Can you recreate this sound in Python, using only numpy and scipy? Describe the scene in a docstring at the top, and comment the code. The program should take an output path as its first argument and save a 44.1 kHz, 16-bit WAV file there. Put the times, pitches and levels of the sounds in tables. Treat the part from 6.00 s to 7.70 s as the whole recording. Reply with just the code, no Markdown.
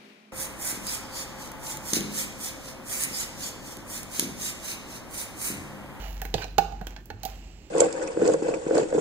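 """Muddling fruit at a bar

A muddler pounds and grinds strawberries and leaves in a hand-held mixing vessel on a bar counter.
Each impact cracks against the wall and excites its modes and the air cavity; hard pushes thump the
counter, and handling adds a soft rumble. Between knocks, the tool rubs the wet pulp and scrapes the
wall. A fridge hums in the lively room."""
import sys
import numpy as np
from scipy import signal
from scipy.fft import rfft, irfft, next_fast_len
from scipy.io import wavfile

SR = 44100
rng = np.random.default_rng(int(sys.argv[2]) if len(sys.argv) > 2 else 0)


def waveform_to_disk(signal):
    """Save audio, clipped to [-1, 1], as 16-bit WAV at the path in sys.argv[1]."""
    frames = np.transpose(np.atleast_2d(signal))
    scaled = np.clip(frames, -1, 1) * 32767
    samples = np.round(scaled).astype(np.int16)
    wavfile.write(sys.argv[1], SR, samples)


N = 74970
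T = np.arange(N) / SR

# Impacts: (time [s], crack level [dB], crack tilt [dB/octave], contact resonance [Hz], snap level [dB],
# cavity level [dB], cavity pitch [Hz], pitch sag [octaves/s], base and squash level [dB])
KNOCKS = [(0.217, -26, -3.5, 1620, -19.5, -20.5, 795, 7.5, -34),
          (0.2520, -27, -6, 2050, -24, -28, 772, -1.5, -31),
          (0.341, -14, 3.5, 3360, -24, -10, 862, 46.5, -13.5),
          (0.3812, -27.5, -5.5, 2800, -52, -24, 833, 14, -25.5),
          (0.4425, -30, 7.5, 2540, -37, -22.5, 788, 9.5, -29),
          (0.5821, -7.5, -2, 1230, -17.5, 4, 802, 0.5, -13.5),
          (0.8125, -32, -5.5, 1130, -38.5, -22, 768, 7.5, -32),
          (0.869, -26.5, -3, 3150, -25.5, -36, 747, 6.5, -36),
          (0.964, -28, -4.5, 1710, -48, -34.5, 862, 23, -55),
          (1.0567, -62, 7, 6000, -33, -62, 805, -24, -59),
          (1.1023, -26.5, -4.5, 1580, -41, -23, 840, 8.5, -28),
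          (1.2330, -28.5, 1.5, 4570, -22.5, -20.5, 763, -6, -53),
          (1.2515, -25.5, 6, 4350, -18, -14, 762, -1.5, -31.5)]
# Damped modes of the vessel's base: (frequency [Hz], level [dB], T60 [s])
BASE_MODES = [(354, -13.5, 0.029), (459, -2, 0.0486)]
# Spectra of the crack, the wet snap and the fruit giving way: (frequency [Hz], gain [dB])
CRACK_SPECTRUM = [(300, -15), (900, 0), (1300, -10.5), (1600, 7.5), (2100, 0), (2800, 2), (4400, 1.5),
                  (5600, -1.5), (6600, -2), (8200, -14), (16000, -43)]
SNAP_SPECTRUM = [(3000, -20.5), (6500, -4), (8200, -11.5), (10000, -11.5), (12500, -0.5), (15500, -0.5)]
SQUASH_SPECTRUM = [(80, 0.5), (180, 10), (480, 9.5), (620, 5.5), (1050, 3), (1350, 1), (3000, -43)]
CONTACT_DB, CONTACT_SPAN = 6.5, 1.276   # lift at the resonance; frequency ratio to its edges
WALL_DB, CAVITY_LAG_S = -17.5, 0.00248


def knocks():
    """Impact excitation: a blow drives wall, base and cavity, and crushed fruit adds bursts of noise."""
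    out, snaps, squashes = np.zeros((3, N))
    base = sum(from_db(db) * tone(hz, t60) for hz, db, t60 in BASE_MODES)
    wet_decay = decay(t60=0.014) + from_db(-16.5) * decay(t60=0.14)   # snap, then splatter
    for s, crack_db, tilt, contact_hz, snap_db, cavity_db, cavity_hz, sag, base_db in KNOCKS:
        crack_noise, snap_noise, squash_noise = rng.standard_normal((3, N))
        crack = coloured(crack_noise * decay(t60=0.024), CRACK_SPECTRUM)
        crack += from_db(WALL_DB) * wall_ring()
        contact = [(contact_hz / CONTACT_SPAN, 0), (contact_hz, CONTACT_DB),
                   (contact_hz * CONTACT_SPAN, 0)]
        crack = coloured(crack, [(1400, -tilt), (5600, tilt)], contact)
        note = delayed(cavity(cavity_hz, sag), CAVITY_LAG_S)
        out += delayed(from_db(crack_db) * crack + from_db(cavity_db) * note + from_db(base_db) * base, s)
        snaps += from_db(snap_db) * delayed(snap_noise * wet_decay, s)
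        squashes += from_db(base_db) * delayed(squash_noise * decay(t60=0.034), s)
    return out + coloured(snaps, SNAP_SPECTRUM) + coloured(squashes, SQUASH_SPECTRUM)


def cavity(hz, sag, rise_s=0.0033, damping=0.65):
    """Cavity resonance: the air swells into a note that sags and chokes if the tool sinks into fruit."""
    octaves = np.clip(sag * T, 0, 4)
    phase = 2 * np.pi * np.cumsum(hz * 2 ** -octaves) / SR
    swell = (1 - np.exp(-T / rise_s)) * np.exp(-damping * octaves ** 2)
    main_mode = np.sin(phase) * decay(t60=0.046)
    lower_mode = from_db(-17) * np.sin(0.9 * phase) * decay(t60=0.11)
    return swell * (main_mode + lower_mode)


# Modes of the vessel's wall: (frequency [Hz], level [dB], T60 [s])
WALL_MODES = [(1480, -3, .05), (1620, -3, .03), (1810, -12, .08), (2290, -11, .08), (2546, -4, .09),
              (2615, -4, .08), (2736, -4, .07), (2970, -8, .04), (3613, -7, .05), (4165, 0, .07),
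              (4665, -9, .07), (5020, -9, .04), (5780, -14, .05), (6400, -9, .03)]


def wall_ring(uneven_db=1.5, detune=0.0061):
    """Modal superposition: the contact point weights each mode, and pulp on the wall detunes it."""
    ring = 0
    for hz, db, t60 in WALL_MODES:
        gain = from_db(db + uneven_db * rng.normal()) * rng.choice([-1, 1])
        ring += gain * tone(hz * (1 + detune * rng.normal()), t60)
    return ring


# Low thumps: (time [s], level [dB], frequency [Hz], T60 [s])
THUMPS = [(0.35, -20.5, 145, 0.064), (0.3780, -33.5, 100, 0.23), (0.5840, -28, 166.5, 0.2),
          (0.815, -27, 173, .07), (1.102, -38, 84.4, .4), (1.1400, -37.5, 105.3, 0.39)]


def low_thumps():
    """Damped vibration: pushes on the counter, then a soft, longer handling rumble near 1.1 s."""
    return sum(from_db(db) * delayed(tone(hz, t60), s) for s, db, hz, t60 in THUMPS)


# Course of the rubbing: (time [s], rub level [dB], fizz level [dB])
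RUB_LEVELS = [(0, -45, -49), (0.049, -43, -47), (.15, -51, -48.5), (.2, -50, -58), (.32, -56, -60),
              (.4, -44.5, -47), (.5, -67, -61), (.75, -56.5, -73), (.86, -59, -66), (.92, -50.5, -73),
              (1.03, -84, -66), (1.2, -59.5, -88), (1.28, -46.5, -58), (1.42, -64, -77), (1.7, -69, -75)]
# Spectra of rubbed pulp, bursting cells and juice: (frequency [Hz], gain [dB])
PULP_SPECTRUM = [(150, -34), (450, 10), (800, 18), (1150, 7.5), (2200, 9), (2900, 8.5), (3400, 1.5),
                 (4300, 3.5), (5200, -1), (7200, -1.5), (8600, -17), (15000, -23.5)]
CRACKLE_SPECTRUM = [(800, -17), (2500, 2.5), (4500, 0), (6800, 5.5), (9000, -19), (15000, -6.5)]
JUICE_SPECTRUM = [(5000, -88), (8500, -26), (10500, -1), (12500, 1), (15500, 3)]


def pulp():
    """Shot noise: tiny clicks add up as fruit and leaves rub, cells burst and juice fizzes."""
    times, rub_db, fizz_db = np.transpose(RUB_LEVELS)
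    rub_level = envelope(times, rub_db)
    crackle = from_db(-3.5) * coloured(grains(per_s=220) * rub_level, CRACKLE_SPECTRUM)
    rub = coloured(grains(per_s=5000) * rub_level, PULP_SPECTRUM)
    fizz = coloured(grains(per_s=5000) * envelope(times, fizz_db), JUICE_SPECTRUM)
    return rub + crackle + fizz


# Strokes along the wall: (peak time [s], rise [s], fall [s], level [dB], squeak frequency [Hz])
SCRAPES = [(.04, 0.013, 0.018, -46, 803), (.05, 0.061, 0.067, -53, 2930), (.38, 0.0093, 0.024, -46, 4700),
           (0.426, 0.0069, 0.0018, -33, 1530), (.434, 0.018, .011, -38, 2387),
           (.433, 0.0032, 0.0061, -35, 4093), (.505, 0.02, .03, -59, 2580),
           (0.983, 0.0034, 0.017, -51.5, 1770)]


def scrapes(linewidth_hz=35, rasp_db=-3):
    """Stick-slip friction: each stroke squeaks on one resonance, over a rasp of dense slips."""
    out = 0
    for s, rise, fall, db, hz in SCRAPES:
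        width = np.where(T < s, rise, fall)
        pressure = from_db(db) * np.exp(-.5 * ((T - s) / width) ** 2)
        phase_drift = np.cumsum(rng.standard_normal(N)) * np.sqrt(2 * np.pi * linewidth_hz / SR)
        squeak = np.sqrt(2) * np.sin(2 * np.pi * hz * T + phase_drift)
        rasp = coloured(pressure * grains(per_s=1800), PULP_SPECTRUM)
        out += pressure * squeak + from_db(rasp_db) * rasp
    return out


# Course of the twisting hiss: (time [s], level [dB])
TWIST_LEVELS = [(1.2, -60), (1.33, -49.5), (1.45, -47.5), (1.56, -50), (1.7, -51)]
# Its spectrum: (frequency [Hz], gain [dB])
TWIST_SPECTRUM = [(300, -11), (750, 7), (1150, -10.5), (2100, 0.5), (2900, 6.5), (3300, -3.5), (4300, -2.5),
                  (5200, -3), (6000, -5.5), (7700, 1.5), (8600, -25.5), (15000, -18)]


def twist():
    """Sliding friction: a soft, even hiss as the tool turns in the mash."""
    return coloured(rng.standard_normal(N) * envelope(*np.transpose(TWIST_LEVELS)), TWIST_SPECTRUM)


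# Course of the hum: (time [s], level [dB])
HUM_LEVELS = [(0.0, -38), (0.084, -36), (0.316, -35.5), (0.378, -41), (0.866, -38), (1.116, -53),
              (1.174, -50), (1.296, -41.5), (1.472, -44), (1.7, -56)]
# Its partials: (multiple of the shaft rate, level [dB])
HUM_PARTIALS = [(2, 0), (3, -15.5), (4, -25), (6, -36.5), (7, -20), (8, -25.5), (9, -23.5)]


def fridge(shaft_hz=23.35):
    """Periodic forcing: a compressor hums on harmonics of its shaft rate."""
    hum = sum(from_db(db) * np.sin(2 * np.pi * (k * shaft_hz * T + rng.random()))
              for k, db in HUM_PARTIALS)
    return envelope(*np.transpose(HUM_LEVELS)) * np.sqrt(2) * hum


# Reverberation times of the room: (frequency [Hz], T60 [s])
ROOM_T60 = [(100, 0.92), (400, 0.57), (800, 0.54), (2000, 0.51), (5000, 0.53), (10000, 0.41), (15000, 0.38)]


def room(x, delay_s=0.0043, rise_s=0.0043):
    """Reverberation: convolution with a diffuse tail that dies sooner in the treble."""
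    noise = rfft(diffuse())
    hz = np.arange(noise.shape[1]) * SR / N
    tail = 0
    for k, (_, t60) in enumerate(ROOM_T60):
        band = at_hz([(f, j == k) for j, (f, _) in enumerate(ROOM_T60)], hz)
        tail += irfft(noise * band, N) * decay(t60)
    tail *= np.clip((T - delay_s) / rise_s, 0, 1)
    return signal.fftconvolve(x[None], tail / np.linalg.norm(tail[1]), axes=1)[:, :N]


# Coherence of the diffuse field: (frequency [Hz], left-right correlation)
COHERENCE = [(60, 1), (300, 0.99), (700, 0.78), (1500, 0.033), (12000, 0.016)]


def diffuse():
    """Spatial coherence: white stereo noise, alike in the bass and unrelated in the treble."""
    mid, side = rfft(rng.standard_normal((2, N)))
    alike = at_hz(COHERENCE, np.arange(len(mid)) * SR / N)
    return irfft(np.sqrt(1 + alike) * mid + np.sqrt(1 - alike) * side * [[1], [-1]], N) / np.sqrt(2)


def from_db(db):
    """Amplitude ratio of a level in decibels."""
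    return 10 ** (np.asarray(db) / 20)


def envelope(times, db):
    """Amplitude envelope, interpolated in decibels."""
    return from_db(np.interp(T, times, db))


def at_hz(points, hz):
    """Interpolation on a log-frequency axis."""
    f, value = np.transpose(points)
    return np.interp(np.log(np.maximum(hz, 1)), np.log(f), value)


def coloured(x, *responses):
    """Minimum-phase filtering by a cascade of (frequency [Hz], gain [dB]) responses."""
    size = 2 * next_fast_len(N // 2 + SR // 10, real=True)
    hz = np.arange(size // 2 + 1) * SR / size
    gain = from_db(sum(at_hz(points, hz) for points in responses))
    cepstrum = irfft(np.log(gain))
    cepstrum[1:size // 2] *= 2   # folding onto positive time makes the filter causal
    cepstrum[size // 2 + 1:] = 0
    return irfft(rfft(x, size) * np.exp(rfft(cepstrum)))[..., :N]


def decay(t60):
    """Exponential decay by 60 dB in t60 seconds."""
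    return np.exp(-np.log(1000) * np.minimum(T / t60, 10))


def tone(hz, t60):
    """Impulse response of one damped mode."""
    return np.sin(2 * np.pi * hz * T) * decay(t60)


def delayed(x, s):
    """Pure delay of s seconds."""
    return np.pad(x, (round(s * SR), 0))[:N]


def grains(per_s, spread_db=4):
    """Poisson process: random clicks of uneven size, at unit rms."""
    sizes = from_db(spread_db * np.minimum(rng.exponential(1, N), 4)) * rng.choice([-1, 1], N)
    clicks = sizes * (rng.random(N) < per_s / SR)
    return clicks / np.sqrt(np.mean(clicks ** 2) + 1e-20)


# Responses of the direct and indirect paths to the left, and the far wall: (frequency [Hz], gain [dB])
LEFT_DIRECT = [(60, -9), (150, -2.5), (400, -4), (800, -10.5), (1400, -10), (2700, -14.5), (5000, -9.5),
               (9000, -20.5), (13000, -22)]
LEFT_INDIRECT = [(60, -4.5), (200, -3.5), (400, 0), (800, -14), (1400, -1), (2700, -6), (5000, -7),
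                 (9000, -4.5), (13000, -13)]
FAR_WALL = [(300, 4), (800, -7), (1500, -4), (6000, -10)]
# Spectrum of the room's background noise: (frequency [Hz], gain [dB])
AMBIENT_SPECTRUM = [(25, -31), (60, 9), (100, -1.5), (180, -3), (300, -5.5), (500, -17), (900, -21),
                    (2000, -32.5), (4500, -44), (7500, -53), (9500, -52), (15000, -44)]


def scene():
    """Superposition: the vessel close by on the right, two reflections, the room and the fridge."""
    vessel = knocks() + low_thumps() + scrapes() + pulp() + twist()
    counter_echo = from_db(-9) * coloured(delayed(vessel, s=0.0095), LEFT_INDIRECT)
    wall_echo = from_db(-21.5) * coloured(delayed(vessel, s=0.14), FAR_WALL)
    around = from_db(-12) * room(vessel) + from_db(-29.5) * coloured(diffuse(), AMBIENT_SPECTRUM)
    left_direct = coloured(delayed(vessel, s=0.00007), LEFT_DIRECT)
    left = left_direct + counter_echo + coloured(around[0], LEFT_INDIRECT)
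    right = vessel + wall_echo + around[1]
    return np.array([left, right]) + fridge()


def record(dry, ceiling=0.8, cutoff_hz=15800):
    """Soft saturation rounds the highest peaks, and a steep low-pass filter cuts the top."""
    rounded = dry / (1 + (dry / ceiling) ** 6) ** (1 / 6)
    return signal.sosfilt(signal.ellip(10, .1, 80, cutoff_hz, fs=SR, output="sos"), rounded)


dry = scene()
out = record(dry)
waveform_to_disk(out)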